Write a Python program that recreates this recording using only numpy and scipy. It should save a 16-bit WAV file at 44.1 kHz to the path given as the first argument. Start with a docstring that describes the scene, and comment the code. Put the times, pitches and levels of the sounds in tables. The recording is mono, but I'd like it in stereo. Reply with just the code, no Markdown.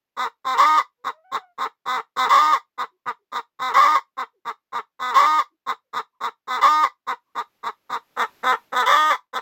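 """A hen cackles on her egg in a wooden nest box: runs of short clucks, six breaking into a long squawk.
Her syrinx sends pulses and puffs of air through throat and beak. Each note starts as a creak, clears
into a tone and ends in a falling rasp; the boards throw it back at once and the coop rings briefly.
Far off, another hen whines and the flock murmurs. Near the end a soft hiss swells and she sounds closer."""
import sys
import numpy as np
from scipy import signal
from scipy.fft import rfft, irfft, next_fast_len
from scipy.io import wavfile
from scipy.ndimage import uniform_filter1d, minimum_filter1d

SR = 44100
rng = np.random.default_rng(int(sys.argv[2]) if len(sys.argv) > 2 else 0)


def wav_out(sig):
    """Save sig, one row per channel (or a flat mono array), as 16-bit PCM at SR to the path in sys.argv[1]."""
    wavfile.write(sys.argv[1], SR, np.round(np.clip(np.atleast_2d(sig).T, -1, 1) * 32767).astype(np.int16))


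N = 414981

# (start [s], creak [s], length [s], pitch [Hz], tone roughness [0-1], level [dB], treble offset [dB])
CLUCK_NOTES = [(0.164, 0.035, 0.11, 254.7, 0.2, -21.5, -12), (0.443, 0.03, 0.13, 260.3, 0.11, -20.5, -13.5),
               (1.038, 0.034, 0.063, 251.2, 0.38, -21.5, -13.5), (1.313, 0.038, 0.063, 244, 0.36, -20, -12),
               (1.576, 0.039, .092, 254.5, 0.37, -21.5, -13.5), (1.853, 0.034, 0.15, 254, 0.23, -21.5, -12),
               (2.16, 0.033, 0.12, 257.6, 0.17, -17.5, -11.5),
               (2.775, 0.023, 0.067, 258.3, 0.35, -22.5, -14),
               (3.055, 0.029, 0.055, 247.3, 0.2, -21.5, -17.5),
               (3.316, 0.045, 0.082, 252, 0.34, -22.5, -11.5),
               (3.588, 0.035, 0.14, 257, 0.15, -22.5, -12.5),
               (4.167, 0.023, 0.069, 256.6, 0.33, -23.5, -16.5),
               (4.448, 0.033, 0.064, 237, 0.33, -24.5, -14), (4.72, .036, 0.081, 243, 0.2, -23, -16),
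               (4.99, 0.033, 0.16, 250.7, 0.1, -23.5, -13), (5.661, 0.034, .064, 252.9, 0.31, -20, -13),
               (5.928, 0.042, .077, 244.7, 0.24, -21.5, -12), (6.202, 0.039, 0.085, 246.4, 0.38, -22, -13),
               (6.471, 0.038, 0.13, 252.4, 0.17, -22, -11.5),
               (7.065, 0.025, 0.068, 254.8, 0.34, -21.5, -14.5),
               (7.348, 0.035, 0.068, 240.8, 0.29, -22, -14.5),
               (7.628, 0.04, 0.07, 239.6, 0.41, -22.5, -13.5),
               (7.892, 0.041, 0.08, 246.8, 0.41, -22, -12.5),
               (8.162, 0.037, 0.086, 244.3, 0.42, -19, -12.5), (8.428, 0.042, 0.12, 256, 0.16, -16.5, -12),
               (8.719, 0.047, 0.13, 250.9, 0.18, -18, -12), (9.328, 0.037, 0.061, 260.2, 0.25, -22, -9)]
# (start [s], rasp [s], tone [s], collapse [s], pitch [Hz], tone roughness [0-1], level [dB],
#  treble offset [dB])
SQUAWK_NOTES = [(0.573, 0.087, 0.11, .048, 307.6, 0.2, -13, -18.5),
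                (2.29, 0.13, 0.099, 0.06, 306, 0.22, -13.5, -18),
                (3.737, 0.15, .057, 0.047, 305.4, 0.4, -13.5, -20),
                (5.14, 0.13, .11, 0.044, 306.5, 0.16, -14.5, -18.5),
                (6.611, .085, 0.13, .05, 305.3, 0, -13.5, -19),
                (8.857, 0.12, 0.12, 0.059, 306.1, 0.1, -15, -13.5)]
# throat response, beak nearly shut / wide open: (frequency [Hz], gain [dB])
THROAT_SHUT_DB = [(50, -35.5), (150, -0.5), (260, -2.5), (450, 1), (680, 7), (1080, 21), (1550, 3),
                  (2050, 0), (2650, -8), (3800, 11.5), (4600, -12), (5700, -14.5), (7800, -13),
                  (8700, -30.5), (15500, -20.5)]
THROAT_OPEN_DB = [(50, -25.5), (290, -11), (650, -0.5), (940, 19), (1200, 19), (1500, -1), (2100, 8),
                  (2650, -6.5), (3600, -4), (4500, -15.5), (5300, -20), (7800, -23.5), (8700, -40),
                  (15500, -29.5)]
# beak resonances: (frequency [Hz], width [Hz], gain [dB])
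BEAK_MODES = [(2050, 220, -4.5), (5040, 630, 2)]
# brighter beak, head raised to the opening: (frequency [Hz], gain [dB])
HEAD_RAISED_DB = [(200, -5), (600, 1), (850, 1.5), (1100, 3), (1650, -1), (2200, -3.5), (2600, 3.5),
                  (3150, -2.5), (3420, 6.5), (3800, 1.5), (5000, -2.5), (8000, 1.5)]
# direct sound and board echoes, normal / close: (left delay [ms], left gain, right delay [ms], right gain)
BOX_PATHS = [(0.0, 0.6, 0.13, 1.42), (0.273, 0.19, 0.259, -0.25), (0.916, 0.068, 0.698, 0.61),
             (1.6, -0.17, 1.333, -0.48), (3.425, 0.058, 1.492, 0.1), (3.999, 0.17, 2.607, 0.54),
             (4.217, -0.054, 4.088, 0.066), (5.25, 0.078, 5.274, -0.084), (7.456, 0.64, 6.614, 0.22)]
CLOSE_PATHS = [(0, 0.67, .097, 0.6), (0.359, 0.18, .615, 0.96), (0.758, 0.28, .86, -0.51),
               (1.264, -.07, 3.9, .28), (3.966, 0.33, 4.526, 0.28)]
# balance as she turns her head: (time [s], left minus right [dB])
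BALANCE_DB = [(0, 2.34), (4.2, 0.6), (5, 1.8), (8, 2.8), (8.15, 0), (9.4, 0.6)]
# coop decay: (frequency [Hz], T60 [s])
COOP_T60_S = [(150, .15), (400, .115), (1100, .135), (3000, .12), (8000, .115), (15000, .1)]
# far hen: (time [s], pitch [Hz], level [dB])
FAR_WHINE = [(.97, 480, -65.5), (1.02, 490, -73), (1.13, 600, -62), (1.19, 635, -57.5), (1.235, 645, -68.5),
             (1.25, 745, -54.5), (1.33, 765, -55.5), (1.44, 745, -49), (1.49, 715, -59.5), (1.55, 690, -61)]
# flock: (start [s], length [s], pitch [Hz], mid-call level [dB])
FLOCK_MURMURS = [(2.903, 0.082, 366, -70), (2.95, 0.077, 1110, -87), (3.18, 0.074, 405, -72.5),
                 (4.326, 0.082, 400, -69.5), (5.501, 0.069, 327, -70.5), (5.83, 0.072, 522, -81.5),
                 (6.121, 0.074, 1070, -70.5), (7.242, .1, 1110, -73.5)]
# hiss spectrum: (frequency [Hz], gain [dB])
HISS_SHAPE_DB = [(40, -14), (300, -5.5), (1500, -10), (2500, -11.5), (5400, -17.5), (7500, -22),
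                 (9000, -31), (12000, -15.5), (16000, -28)]
# hiss envelope: (time [s], level [dB])
HISS_SWELL_DB = [(0, -85.5), (7.1, -86), (7.3, -78.5), (7.55, -70), (7.8, -72), (8.08, -66.5), (8.35, -58),
                 (8.62, -61), (8.72, -66), (9.2, -79.5), (9.41, -102)]


def cluck(start_s, creak_s, length_s, hz, tone_rough, level_db, treble_db, release_s=.021):
    """A pop and a creak clear into a low tone, which sags as the pulses double."""
    end_s, clear_s, pop_s = start_s + length_s, start_s + creak_s, start_s + .013
    open_s = max(clear_s - .012, pop_s)
    break_s = max(start_s + .7 * length_s, clear_s)
    t = np.arange(start_s, end_s + release_s, 1 / SR)
    scoop = .08 * np.exp((start_s - t) / .014)
    sag = .13 * (1 + np.tanh((t - break_s - .013) / .01)) / 2
    rough = np.interp(t, [clear_s - .015, clear_s, break_s, break_s + .03],
                      [1, tone_rough, tone_rough, .45])
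    twin = np.interp(t, [start_s, clear_s, break_s + .003, break_s + .02], [.35, .05, .05, .8])
    drive = syrinx(t, hz * (1 - scoop - sag), rough, twin, limp=.083 * rough, wobble=.14)
    body_db = level_db + effort_db(t, [start_s, pop_s, open_s, clear_s, break_s, end_s],
                                   [-22.5, -6.5, -6.5, 0, 0, -4.5])
    body_db -= 169.5 * np.maximum(t - start_s - .15, 0)  # a long cluck runs out of air
    # open beak: more treble, less bass
    bright_db = treble_db + np.interp(t, [start_s, clear_s, break_s, end_s], [-4.5, 0, 0, -10.5])
    bass_db = np.interp(t, [open_s, clear_s, break_s, end_s], [0, -8.5, -8.5, 0])
    bass = signal.sosfiltfilt(signal.butter(3, 664, fs=SR, output="sos"), drive)
    drive += (amp(bass_db) - 1) * bass
    return voice(t, drive, THROAT_SHUT_DB, body_db, bright_db, release_s)


def squawk(start_s, rasp_s, tone_s, collapse_s, hz, tone_rough, level_db, treble_db, release_s=.01):
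    """The voice leaps up in a harsh doubled rasp, holds a tone, then flares and collapses."""
    clear_s, break_s, end_s = start_s + np.cumsum([rasp_s, tone_s, collapse_s])
    surge_s, flare_s = start_s + .03, break_s + .015
    t = np.arange(start_s, end_s + release_s, 1 / SR)
    leap = .15 * np.exp((start_s - t) / .03)
    lurch = np.interp(t, [clear_s - .02, clear_s], [.036, 0]) * (drift(t, rate_hz=142.7) - 1)
    creep = .1 * (t - clear_s)
    fall = 5.4 * np.maximum(t - break_s, 0)
    pitch_hz = hz * (1 - leap + lurch + creep - fall)
    rough = np.interp(t, [clear_s - .025, clear_s, break_s, flare_s, end_s],
                      [.8, tone_rough, tone_rough, .7, .85])
    twin = np.interp(t, [clear_s - .04, clear_s, break_s, break_s + .012], [.8, .05, .03, .7])
    drive = syrinx(t, pitch_hz, rough, twin, limp=.025 + .14 * rough, wobble=.05)
    body_db = level_db + effort_db(t, [start_s, surge_s, clear_s, break_s, flare_s, end_s],
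                                   [-11.5, 6, 0, -2.5, 3, -12.5])
    # treble bites, then dulls as the beak closes
    bright_db = treble_db + np.interp(t, [start_s, surge_s, break_s, end_s], [10.5, 0, 0, -2])
    call = voice(t, drive, THROAT_OPEN_DB, body_db, bright_db, release_s)
    return pan(call, left_db=.44)  # neck stretched to the left


def effort_db(t, stages_s, levels_db, decay_db_per_s=547.5):
    """Vocal effort through the stages of a call, dying away after the last."""
    return np.interp(t, stages_s, levels_db) - decay_db_per_s * np.maximum(t - stages_s[-1], 0)


def syrinx(t, hz, rough, twin, limp, wobble, shimmer=.95, rasp_hz=4200):
    """One pulse a cycle, with a twin halfway under strain; roughness upsets timing and size."""
    wavering_hz = hz * (1 + wobble * (rough ** 1.15 + .01) * drift(t, rate_hz=350))
    half_cycles = np.cumsum(2 * wavering_hz) / SR
    k = np.arange(1, int(half_cycles[-1]))
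    due_samples = np.interp(k, half_cycles, np.arange(len(t)))
    i = due_samples.astype(int)
    time_noise, size_noise = rng.standard_normal((1024, 2))[:len(k)].T
    jitter_s = 5e-5 * rough[i] * time_noise
    strength = np.where(k % 2, 1, twin[i]) * (1 + np.clip(shimmer * rough[i] * size_noise, -.6, .6))
    strength *= 1 + limp[i] * np.sin(np.pi * k / 2)  # alternate cycles weaker: growl an octave down
    taps = i[:, None] + np.arange(-16, 17)
    offset = taps - (due_samples + SR * jitter_s)[:, None]
    shapes = np.sinc(offset) * np.exp(-(offset / 10) ** 2)
    pulses = np.zeros(len(t))
    np.add.at(pulses, np.clip(taps, 0, len(t) - 1), strength[:, None] * shapes)
    # air rushes through the open membranes each cycle
    airflow = np.exp(-(half_cycles / 2 % 1) / .82)
    puffs = unit_rms(airflow * rng.standard_normal(SR)[:len(t)])
    rasp = signal.sosfilt(signal.butter(2, rasp_hz, "high", fs=SR, output="sos"), puffs)
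    return unit_rms(pulses) + amp(-12) * (rough + .25) * puffs + amp(-4) * (rough + .12) * rasp


def voice(t, drive, throat, body_db, bright_db, release_s,
          split_hz=2600, treble_lift_db=1, attack_s=.006, close_from_s=8.1):
    """Throat, beak and box colour the pulses; body and treble each follow their own level curve."""
    x = beak(colour(drive, throat))
    if t[0] < close_from_s:
        x = nest_box(x, BOX_PATHS)
    else:
        x = nest_box(colour(x, HEAD_RAISED_DB), CLOSE_PATHS)
    out = 0
    for kind, level_db in (("low", body_db), ("high", body_db + bright_db + treble_lift_db)):
        band = signal.sosfilt(signal.butter(6, split_hz, kind, fs=SR, output="sos"), x)
        power = uniform_filter1d(uniform_filter1d(band.mean(0) ** 2, size=400), size=260)
        out += band * amp(level_db) / np.sqrt(abs(power) + 1e-12)
    return out * np.clip((t[-1] - t) / release_s, 0, 1) * np.clip((t - t[0]) / attack_s, 0, 1)


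def beak(x):
    """Narrow beak resonances ring on top of the throat."""
    return x + sum(amp(db) * signal.lfilter(*signal.iirpeak(hz, hz / width_hz, fs=SR), x)
                   for hz, width_hz, db in BEAK_MODES)


def nest_box(x, paths):
    """Direct sound plus echoes off the nearest boards, in stereo."""
    size = next_fast_len(2 * len(x))
    phase_per_ms = -2j * np.pi * np.fft.rfftfreq(size, 1000 / SR)
    boards = sum(np.array([left * np.exp(phase_per_ms * left_ms), right * np.exp(phase_per_ms * right_ms)])
                 for left_ms, left, right_ms, right in paths)
    return irfft(rfft(x, size) * boards, size)[:, :len(x)]


def coop(x, gap_s=.0005):
    """Short, dense ring of the wooden coop; straw and rough boards scatter the treble most."""
    hz, t, noise = signal.stft(rng.standard_normal((2, SR // 2)), SR, nperseg=256)
    decay_db = -60 * t / at_hz(COOP_T60_S, hz)[:, None]
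    tail = signal.istft(noise * amp(decay_db), SR, nperseg=256)[1]
    tail *= np.clip(np.arange(tail.shape[1]) / SR / gap_s - 1, 0, 1)
    tail = np.array([colour(side / np.linalg.norm(side), [(2200, .0023), (4500, 10)]) for side in tail])
    return signal.fftconvolve(x, tail, axes=1)[:, :N]


def far_hen(t, hz, level_db, waver=.013, rolloff_db=11):
    """A distant call: a wavering tone with weak overtones."""
    cycles = np.cumsum(hz * (1 + waver * drift(t, rate_hz=160))) / SR
    tone = sum(amp(-rolloff_db * k) * np.sin(2 * np.pi * k * cycles) for k in range(1, 5))
    return amp(level_db) * unit_rms(tone) * signal.windows.tukey(len(t), .2)


def flock():
    """One far whine and a few murmurs, centred."""
    out = np.zeros(N)
    t = np.arange(FAR_WHINE[0][0], FAR_WHINE[-1][0], 1 / SR)
    add(out, t[0], far_hen(t, *at_time(FAR_WHINE, t)))
    for start_s, length_s, hz, level_db in FLOCK_MURMURS:
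        t = np.arange(start_s, start_s + length_s, 1 / SR)
        arch = np.sin(np.pi * (t - start_s) / length_s)
        add(out, start_s, arch * far_hen(t, hz, level_db, waver=.1, rolloff_db=25))
    return np.array([out, out])


def hiss(shared_weight=.55):
    """Soft hiss, partly common to both sides."""
    shared, left, right = (unit_rms(colour(z, HISS_SHAPE_DB)) for z in rng.standard_normal((3, N)))
    air = shared_weight * shared + (1 - shared_weight) * np.array([left, right])
    return unit_rms(air) * amp(at_time(HISS_SWELL_DB, np.arange(N) / SR)[0])


def colour(x, spectrum_db, size=2048):
    """Minimum-phase filter: resonances ring after each pulse."""
    log_gain = np.log(amp(at_hz(spectrum_db, abs(np.fft.fftfreq(size, 1 / SR)))))
    ring = np.fft.ifft(np.exp(np.conj(signal.hilbert(log_gain)))).real
    return signal.oaconvolve(x, ring[:size // 2])[:len(x)]


def drift(t, rate_hz):
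    """Random values joined by ramps."""
    values = rng.standard_normal(2048)
    return np.interp((t - t[0]) * rate_hz, np.arange(len(values)), values)


def at_hz(rows, hz):
    """Table value on a log-frequency axis."""
    knots_hz, values = np.transpose(rows)
    return np.interp(np.log(hz + 1), np.log(knots_hz), values)


def at_time(rows, t):
    """Table columns at times t."""
    knots_s, *columns = np.transpose(rows)
    return [np.interp(t, knots_s, column) for column in columns]


def amp(db):
    """Decibels to gain."""
    return 10 ** (np.asarray(db) / 20)


def unit_rms(x):
    """Scales to rms 1."""
    return x / np.sqrt(np.mean(x ** 2) + 1e-20)


def pan(x, left_db):
    """Tips the stereo balance."""
    return np.array([x[0] * amp(left_db / 2), x[1] * amp(-left_db / 2)])


def add(mix, start_s, sound):
    """Mixes a sound in place."""
    part = mix[..., round(start_s * SR):][..., :sound.shape[-1]]
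    part += sound[..., :part.shape[-1]]


def scene(coop_db=-14):
    """Hen and flock in the coop, over the hiss."""
    hen = np.zeros((2, N))
    for note in CLUCK_NOTES:
        add(hen, note[0], cluck(*note))
    for note in SQUAWK_NOTES:
        add(hen, note[0], squawk(*note))
    birds = pan(hen, *at_time(BALANCE_DB, np.arange(N) / SR)) + flock()
    return birds + amp(coop_db) * coop(birds) + hiss()


def record(dry, ceiling=.86, cutoff_hz=16000):
    """Fast peak limiter, then low-pass."""
    needed_gain = np.minimum(1, ceiling / (abs(dry).max(0) + 1e-9))
    gain = uniform_filter1d(minimum_filter1d(needed_gain, size=301), size=301)
    lowpass = signal.firwin(511, cutoff_hz, window=("kaiser", 9), fs=SR)
    return signal.oaconvolve(dry * gain, lowpass[None], "same")


dry = scene()
out = record(dry)
wav_out(out)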